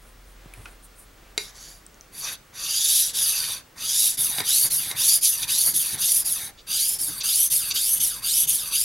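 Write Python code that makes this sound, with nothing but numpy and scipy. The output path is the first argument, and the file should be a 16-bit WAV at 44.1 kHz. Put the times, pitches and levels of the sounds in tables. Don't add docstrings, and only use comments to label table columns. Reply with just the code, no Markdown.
import sys
import numpy as np
from scipy import signal
from scipy.fft import rfft, irfft, next_fast_len
from scipy.io import wavfile
from scipy.ndimage import uniform_filter1d, map_coordinates

SR = 44100
rng = np.random.default_rng(int(sys.argv[2]) if len(sys.argv) > 2 else 0)


def unload_audio(sound):
    columns = np.transpose(np.atleast_2d(sound))
    steps = np.round(np.clip(columns, -1, 1) * 32767)
    wavfile.write(sys.argv[1], SR, steps.astype(np.int16))


N = 389844


def amp(db):
    return 10 ** (np.asarray(db) / 20)


def unit(x):
    return x / np.sqrt(np.mean(x ** 2) + 1e-20)


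def along(points, hz):
    f, v = np.transpose(points)
    return np.interp(np.log(hz + 1), np.log(f + 1), v)


def curves(rows):
    rows = np.asarray(rows)
    in_order = rows[np.argsort(rows[:, 0], kind="stable")]
    s, *cols = in_order.T
    return [np.interp(np.arange(N) / SR, s, c) for c in cols]


def wobble(rate):
    knots = rng.standard_normal(int(N * rate / SR) + 4)
    return map_coordinates(knots, [np.arange(N) * rate / SR])


def filtered(x, response):
    m = next_fast_len(N + 8192)
    return irfft(rfft(x, m) * response(np.fft.rfftfreq(m, 1 / SR)), m)[..., :N]


def coloured(spectrum):
    return unit(filtered(rng.standard_normal(N), lambda hz: amp(along(spectrum, hz))))


def levelled(x):
    return x / np.sqrt(np.abs(uniform_filter1d(x ** 2, size=2200)) + 1e-12)


def band(x, low_hz, high_hz):
    return levelled(filtered(x, lambda hz: 1 / (1 + (hz / high_hz) ** 24) - 1 / (1 + (hz / low_hz) ** 24)))


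def add(track, s, sound):
    part = track[round(s * SR):][:len(sound)]
    part += sound[:len(part)]


def ramp(t, length):
    return np.sin(np.pi / 2 * np.clip(t / length, 0, 1))


def swells(rows):
    out = np.zeros((len(rows[0]) - 2, N))
    for s, length, *levels_db in rows:
        arch = np.sin(np.linspace(0, np.pi, round(length * SR)))
        for track, db in zip(out, levels_db):
            add(track, max(s, 0), amp(db) * arch)
    return out


def room(x):
    # (frequency [Hz], time to fall 60 dB [s])
    decay_times = [(150, 0.15), (600, 0.24), (3500, 0.26), (10000, 0.3), (16000, 0.4)]
    # (frequency [Hz], relative level [dB])
    wall_colour = [(40, -26), (120, -19.5), (300, 0), (1400, -0.5), (3000, -7), (6000, -6), (9000, -10.5),
                   (16000, -54)]
    hz, t, z = signal.stft(rng.standard_normal((2, SR // 2)), SR, nperseg=256)
    decay = amp(-60 * t / along(decay_times, hz)[:, None])
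    tail = signal.istft(z * decay, SR, nperseg=256)[1]
    tail = tail / np.linalg.norm(tail[0])
    delayed = np.pad(x, (300, 0))[None]
    wet = signal.fftconvolve(delayed, tail, axes=1)[:, :N]
    return filtered(wet, lambda f: amp(along(wall_colour, f)))


def background():
    # (time [s], rms level before a 2.5 dB cut [dB])
    hum_level = [(0.0, -50.5), (0.57, -45.5), (1.08, -54), (1.75, -51.5), (2.39, -70), (8.84, -54)]
    # (frequency [Hz], relative level [dB])
    air_colour = [(12, -37), (20, -1), (62, -6.5), (164, -12), (733, -18), (796, -17.5), (865, -20),
                  (1050, -19.5), (1350, -18), (2100, -21), (15000, -31)]
    t = np.arange(N) / SR
    hum_gain = amp(curves(hum_level)[0] - 2.5) * np.sqrt(2)
    hum = hum_gain * np.sin(2 * np.pi * 43.1 * t + 0.13 * wobble(5))
    whine = amp(-66) * np.sin(2 * np.pi * 15735 * t)
    air = amp(-54) * coloured(air_colour)
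    return hum + whine + air + room(air)


def handling():
    # (start [s], length [s], level [dB])
    rustles = [(0, 0.15, -63), (.28, 0.56, -56.5), (.645, .06, -52), (1.1, 0.35, -59)]
    # (start [s], length [s], level [dB])
    slips = [(0, .14, -60.5), (.24, 0.13, -63), (.5, 0.27, -56.5), (.82, 0.059, -51), (.95, 0.11, -51)]
    # (frequency [Hz], relative level [dB])
    towel_colour = [(150, -5), (400, 2), (1500, -2), (2500, -3), (5000, -12), (11000, -21), (16000, -27)]
    # (frequency [Hz], relative level [dB])
    slide_colour = [(3000, -40), (7000, -12), (9000, 2), (11500, -3), (14000, -16), (16000, -21)]
    unsteady = amp(1.5 * wobble(91.2))
    brushing = swells(rustles)[0] * coloured(towel_colour)
    sliding = swells(slips)[0] * coloured(slide_colour)
    return unsteady * (brushing + sliding)


def taps(rows, sharpness):
    out, t = np.zeros(N), np.arange(SR // 4) / SR
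    for s, db, hz, t60 in rows:
        burst = rng.standard_normal(len(t)) * amp(-60 * t / t60)
        tap = signal.lfilter(*signal.iirpeak(hz, sharpness, SR), burst)
        add(out, s, amp(db) * tap / np.abs(tap).max())
    return out


def knocks(crack_db, crack_t60, chatter_db, chatter_t60):
    # (time [s], peak level [dB], tilt below 3 kHz [dB], tilt above 5 kHz [dB])
    blows = [(1.378, -7.5, -1.5, 3), (4.384, -13, -9, -15), (4.404, -12.5, 0, 1), (4.913, -17, -3, 2),
             (7.211, -20, -25, -18), (7.712, -19.5, -27, 16)]
    # (frequency [Hz], level before the tilts [dB], time to fall 60 dB [s])
    struck_modes = [(330, -21, .04), (425, -17, .07), (700, -22, .025), (1050, -15, .025), (1500, -15, .03),
                    (1900, -9, .025), (2143, -5, .028), (2420, -7, .025), (2750, -9, .025), (3817, 0, .028),
                    (4064, -5, .02), (4753, -3, .025), (5800, -5, .02), (7300, -12, .02),
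                    (10400, -13, .025)]
    out, t = np.zeros(N), np.arange(SR // 2) / SR
    hz, level, t60 = np.transpose(struck_modes)[:, :, None]
    crack_filter = signal.butter(2, 7940, fs=SR)
    for s, db, low_db, bright_db in blows:
        tilt = low_db * (hz < 3000) + bright_db * (hz > 5000)
        strength = amp(level + tilt + rng.normal(0, 1, hz.shape))
        tones = np.sin(2 * np.pi * (hz * t + rng.random(hz.shape)))
        ring = np.sum(strength * amp(-60 * t / t60) * tones, axis=0)
        chatter = amp(chatter_db - 60 * t / chatter_t60) * rng.standard_normal(len(t))
        crack_noise = signal.lfilter(*crack_filter, rng.standard_normal(len(t)))
        crack = amp(crack_db - 60 * t / crack_t60) * crack_noise
        hit = ring + signal.fftconvolve(ring, chatter)[:len(t)] + crack
        add(out, s, amp(db) * hit / np.abs(hit).max())
    return out


def hand():
    # (start [s], length [s], attack [s], release [s], hiss [dB], ring [dB],
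    # drag [dB], growth of pressure [dB], mode from [Hz], mode to [Hz], glide lag [power])
    pulls = [(1.52, .33, 0.19, 0.22, -49.5, -45, -57, -10, 4150, 4800, 0.95),
             (2.525, 0.61, 0.58, 0.16, -21, -21, -47.5, 5, 2470, 4010, 1.24),
             (3.755, 0.42, 0.29, 0.16, -22, -23.5, -48.5, 7, 2380, 3940, 0.92),
             (4.43, .268, 0.091, 0.043, -20, -24, -47, 0, 2100, 4600, 0.81),
             (4.948, 0.26, 0.12, 0.057, -18.5, -23.5, -46.5, 0.5, 2220, 4850, 0.88),
             (5.47, 0.27, 0.04, .045, -21, -26, -48.5, 1.5, 2160, 4680, 0.72),
             (5.972, .27, 0.086, 0.036, -20.5, -27, -49, -3, 2120, 5160, .95),
             (6.664, .321, 0.17, 0.026, -23, -26.5, -51.5, -8.5, 2530, 5300, 1.22),
             (7.228, 0.27, 0.027, 0.041, -20.5, -26.5, -52, 3.5, 2600, 6270, 1.35),
             (7.73, 0.27, 0.036, 0.026, -22, -29, -52, 3.5, 2700, 6330, 1.17),
             (8.217, 0.25, 0.054, 0.035, -21.5, -26.5, -52, 8, 2500, 6400, 1.26),
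             (8.707, 0.22, 0.047, 0.034, -22, -28, -51.5, -4.5, 2460, 6500, 1.5)]
    pushes = [(1.38, 0.15, 0.028, 0.055, -41.5, -38.5, -58, 3, 3750, 3730, 1),
              (2.11, 0.26, 0.24, .12, -26, -28, -51.5, 18, 2500, 2550, 1),
              (3.13, 0.49, 0.031, 0.23, -19, -21.5, -46, 8, 4100, 2430, 0.67),
              (4.17, .267, 0.012, 0.034, -19, -26.5, -46, 3.5, 3770, 2068, 0.97),
              (4.697, .26, 0.013, 0.089, -20, -27, -46.5, 2, 4430, 2210, 0.89),
              (5.207, .27, 0.028, 0.042, -18, -25.5, -51, -2.5, 5300, 2346, 0.95),
              (5.732, .25, .018, 0.04, -18.5, -26, -48.5, 2, 4260, 2260, 0.89),
              (6.239, 0.28, 0.016, 0.094, -22.5, -29.5, -48.5, 0, 5060, 2100, 0.86),
              (6.983, 0.25, .012, 0.03, -23.5, -31.5, -52.5, 0, 5530, 2450, 0.98),
              (7.497, 0.24, .014, 0.031, -18, -26, -50, 0, 6360, 2530, 0.93),
              (7.995, 0.24, 0.011, 0.12, -21.5, -28, -50, -7, 6660, 2440, 1.02),
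              (8.466, 0.26, 0.021, 0.033, -20, -27, -52, -3, 7080, 2520, 1.11)]
    # (share of the stroke [0-1], share of the travel [0-1], hiss [dB], ring [dB],
    # grinding [dB], rumble [dB])
    pull_course = [(0, 0, -6, 0, 8, -0.5), (.2, 0.214, -2.5, 1, 3, -3), (.4, 0.684, -2.5, 0.5, -2, -9.5),
                   (.6, 0.92, 0, -1.5, -2.5, -5), (.8, .98, 0.5, -4, -3, -7), (1, 1, -10, -7.5, 0.5, -4)]
    push_course = [(0, 0.18, -9.5, -5, -5, 0.5), (0.132, 0, -1.5, -1.5, -.5, -3),
                   (.33, 0.5, -2.5, -5, -2.5, -6), (.48, .79, -9.5, -6, 0.5, -8.5),
                   (.67, 0.97, -12.5, -9.5, 2, -4), (.84, .99, -11, -8.5, 1.5, -4.5),
                   (1, 0.97, -20, -13, 2, -2.5)]
    grind_law, rumble_law = 0.46, 0.35
    brisk_s, jerk_law = 0.24, 0.92
    gains, bending = np.zeros((4, N)), []
    for rows, course in ((pulls, pull_course), (pushes, push_course)):
        shares, way, *columns = np.transpose(course)
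        for s, length, attack, release, hiss_db, ring_db, drag_db, press_db, from_hz, to_hz, lag in rows:
            t = np.arange(round(length * SR)) / SR
            done = t / length
            travel = np.interp(done ** lag, shares, way)
            hiss, ring, grind, rumble = (np.interp(done, shares, c) for c in columns)
            speed = ramp(t, attack) * ramp(length - t, release)
            bite = speed * amp(press_db * (done - .5))
            jerk = min(1, brisk_s / length) ** jerk_law
            layers = (bite * amp(hiss_db + hiss),
                      bite * amp(ring_db + ring),
                      speed ** grind_law * amp(drag_db + grind),
                      jerk * speed ** rumble_law * amp(drag_db + rumble))
            for track, layer in zip(gains, layers):
                add(track, s, layer)
            glide_hz = from_hz + (to_hz - from_hz) * travel
            bending.append(np.column_stack([s + t, glide_hz])[::64])
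    return (*gains, curves(np.vstack(bending))[0])


def blade(force, bending):
    # (frequency [Hz] at each of five overhangs, long to short)
    mode_paths = [(800, 1150, 1550, 2200, 3050), (2250, 2600, 3400, 4600, 6500),
                  (4550, 4650, 5050, 6600, 8800), (5700, 6000, 6800, 8900, 11800)]
    # (width [Hz], level at long overhang [dB],
    # level at short overhang [dB], extra while the tip is worked [dB])
    mode_shapes = [(120, 18, -6, 3), (200, 18, 11, 1), (220, 18, 5, 1), (300, 14, 3, 2)]
    # (frequency [Hz], width [Hz],
    # level at long overhang [dB], level at short overhang [dB], extra while the tip is worked [dB])
    steady_modes = [(1580, 80, 17.5, -4.5, 1), (1820, 31, 22, -7, -11), (3100, 220, -33.5, 3.5, 5.5),
                    (3650, 560, 26.5, -4.5, -2), (4620, 220, 21, -2, 1.5), (5990, 680, 20.5, 3, -5),
                    (10440, 860, 13.5, 20.5, -7)]
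    tip_from_s, contrast = 6.6, 1.2
    flicker_db, patchy_db, ripple_db = 2.2, 2.0, 1.7
    hz, t, z = signal.stft(force, SR, nperseg=512, noverlap=384)
    hz = hz[:, None]
    main = uniform_filter1d(np.interp(t, np.arange(N) / SR, bending), size=7)
    main_path = mode_paths[1]
    shortness = np.interp(main, main_path, np.linspace(0, 1, len(main_path)))

    def peak(centre, width, long_db, short_db, tip_db):
        db = long_db + (short_db - long_db) * shortness + tip_db * (t > tip_from_s)
        db = db + flicker_db * unit(uniform_filter1d(rng.standard_normal(len(t)), size=12))
        return amp(db) ** 2 / (1 + (2 * (hz - centre) / width) ** 2)

    power = 1
    for path, shape in zip(mode_paths, mode_shapes):
        power = power + peak(np.interp(main, main_path, path), *shape)
    for mode in steady_modes:
        power = power + peak(*mode)
    power = power ** contrast
    power /= uniform_filter1d(power.mean(axis=1), size=15)[:, None]
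    ripple = map_coordinates(rng.standard_normal(128), [hz / (260 * (1 + .5 * shortness))])
    patches = uniform_filter1d(rng.standard_normal(z.shape), size=4, axis=0)
    patches = uniform_filter1d(patches, size=10, axis=1)
    gain = np.sqrt(power) * amp(ripple_db * ripple + patchy_db * unit(patches))
    return signal.istft(z * gain, SR, nperseg=512, noverlap=384)[1][:N]


def stone(grind_gain, rumble_gain, bending):
    # (start [s], length [s], grinding [dB], rumble [dB])
    judders = [(2.21, 0.14, -42, -69), (3.17, 0.067, -51, -55), (4.36, 0.085, -34.5, -46),
               (4.63, .06, -44, -46), (4.88, 0.092, -43.5, -48), (5.41, 0.054, -45.5, -48),
               (5.65, 0.06, -41, -42), (5.92, 0.079, -47, -47), (6.39, 0.059, -49, -57),
               (7.07, 0.052, -47, -46), (7.92, 0.078, -50.5, -51.5), (8.42, .16, -55, -50.5)]
    # (frequency [Hz], relative level [dB])
    drag_colour = [(29, -37), (50, -10), (92, -1.5), (155, 1.5), (257, -10), (318, -5), (393, -13.5),
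                   (434, -7.5), (546, -11), (592, -13.5), (821, -9), (1740, -8.5), (2500, -0.5), (3250, 4),
                   (5500, -120)]
    grind_judder, rumble_judder = swells(judders)
    drag = coloured(drag_colour)
    grind_level = np.hypot(grind_gain, grind_judder) * amp(0.96 * wobble(60))
    grind = grind_level * band(blade(drag, bending), 443, 2298)
    rumble_level = np.hypot(rumble_gain, rumble_judder) * amp(2.6 * wobble(40))
    rumble = rumble_level * band(drag, 30, 430)
    return grind + rumble


def grit(clump_db, catch_rate):
    fine = unit(rng.standard_normal(N) * amp(clump_db * wobble(700)))
    catches = (rng.random(N) < catch_rate / SR) * rng.uniform(-5.5, 5.5, N)
    return fine + catches


def strokes(hiss_gain, ring_gain, bending):
    # (start [s], length [s], ring [dB])
    digs = [(2.21, .1, -32), (5.07, 0.093, -21.5), (5.225, 0.075, -22), (5.415, 0.039, -28),
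            (6.57, 0.055, -49.5), (7.2, 0.031, -26.5), (7.7, 0.032, -24.5), (7.745, 0.057, -24),
            (8.33, 0.017, -27)]
    # (time [s], top sizzle against the hiss [dB])
    pace = [(2.3, -12), (3.3, -12.5), (4.3, -9.5), (8.8, -11.5)]
    # (frequency [Hz], relative level [dB])
    steel_colour = [(880, -53), (1500, -22), (2120, -18.5), (3710, -4), (4140, -6.5), (4660, -4.5),
                    (5450, -9), (6570, -6.5), (7700, -15.5), (9560, -6.5), (10400, -3.5), (12000, -4),
                    (15800, -16.5)]
    scraped = blade(grit(clump_db=1, catch_rate=55), bending)
    scraped = filtered(scraped, lambda hz: amp(along(steel_colour, hz)))
    ring = np.hypot(ring_gain, swells(digs)[0]) * band(scraped, 2037, 7800)
    sizzle = amp(curves(pace)[0]) * band(scraped, 11800, 18000)
    hiss = hiss_gain * (band(scraped, 8020, 11950) + sizzle)
    return amp(0.62 * wobble(70)) * (ring + hiss)


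def scene():
    # (time [s], peak level [dB], pitch [Hz], time to fall 60 dB [s])
    ticks = [(.537, -34.5, 2370, .03), (.538, -34, 10000, 0.011), (.656, -33, 1440, 0.046),
             (.657, -31, 2500, 0.026), (1.555, -40, 6570, .012), (1.865, -30, 8300, 0.0089),
             (1.943, -41, 6300, .01), (2.010, -30.5, 5850, 0.0072), (6.693, -40, 9000, 0.013)]
    # (time [s], peak level [dB], pitch [Hz], time to fall 60 dB [s])
    bumps = [(.458, -36, 137, 0.015), (.575, -39, 125, 0.038), (.592, -37.5, 85, 0.18),
             (4.41, -36, 142, 0.031), (4.94, -45, 100, .1)]
    hits = knocks(crack_db=1, crack_t60=0.019, chatter_db=-35.5, chatter_t60=0.21)
    hits = hits + taps(ticks, sharpness=7.5) + taps(bumps, sharpness=3.2)
    hiss, ring, grind, rumble, bending = hand()
    rubbing = strokes(hiss, ring, bending) + stone(grind, rumble, bending) + handling()
    direct = (hits + rubbing) * amp([[-.1], [.1]])
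    reflected = room(amp(-7.5) * rubbing + amp(-5.0) * hits)
    return direct + reflected + background()


def record(dry):
    return filtered(dry, lambda hz: hz < 16000)


dry = scene()
out = record(dry)
unload_audio(out)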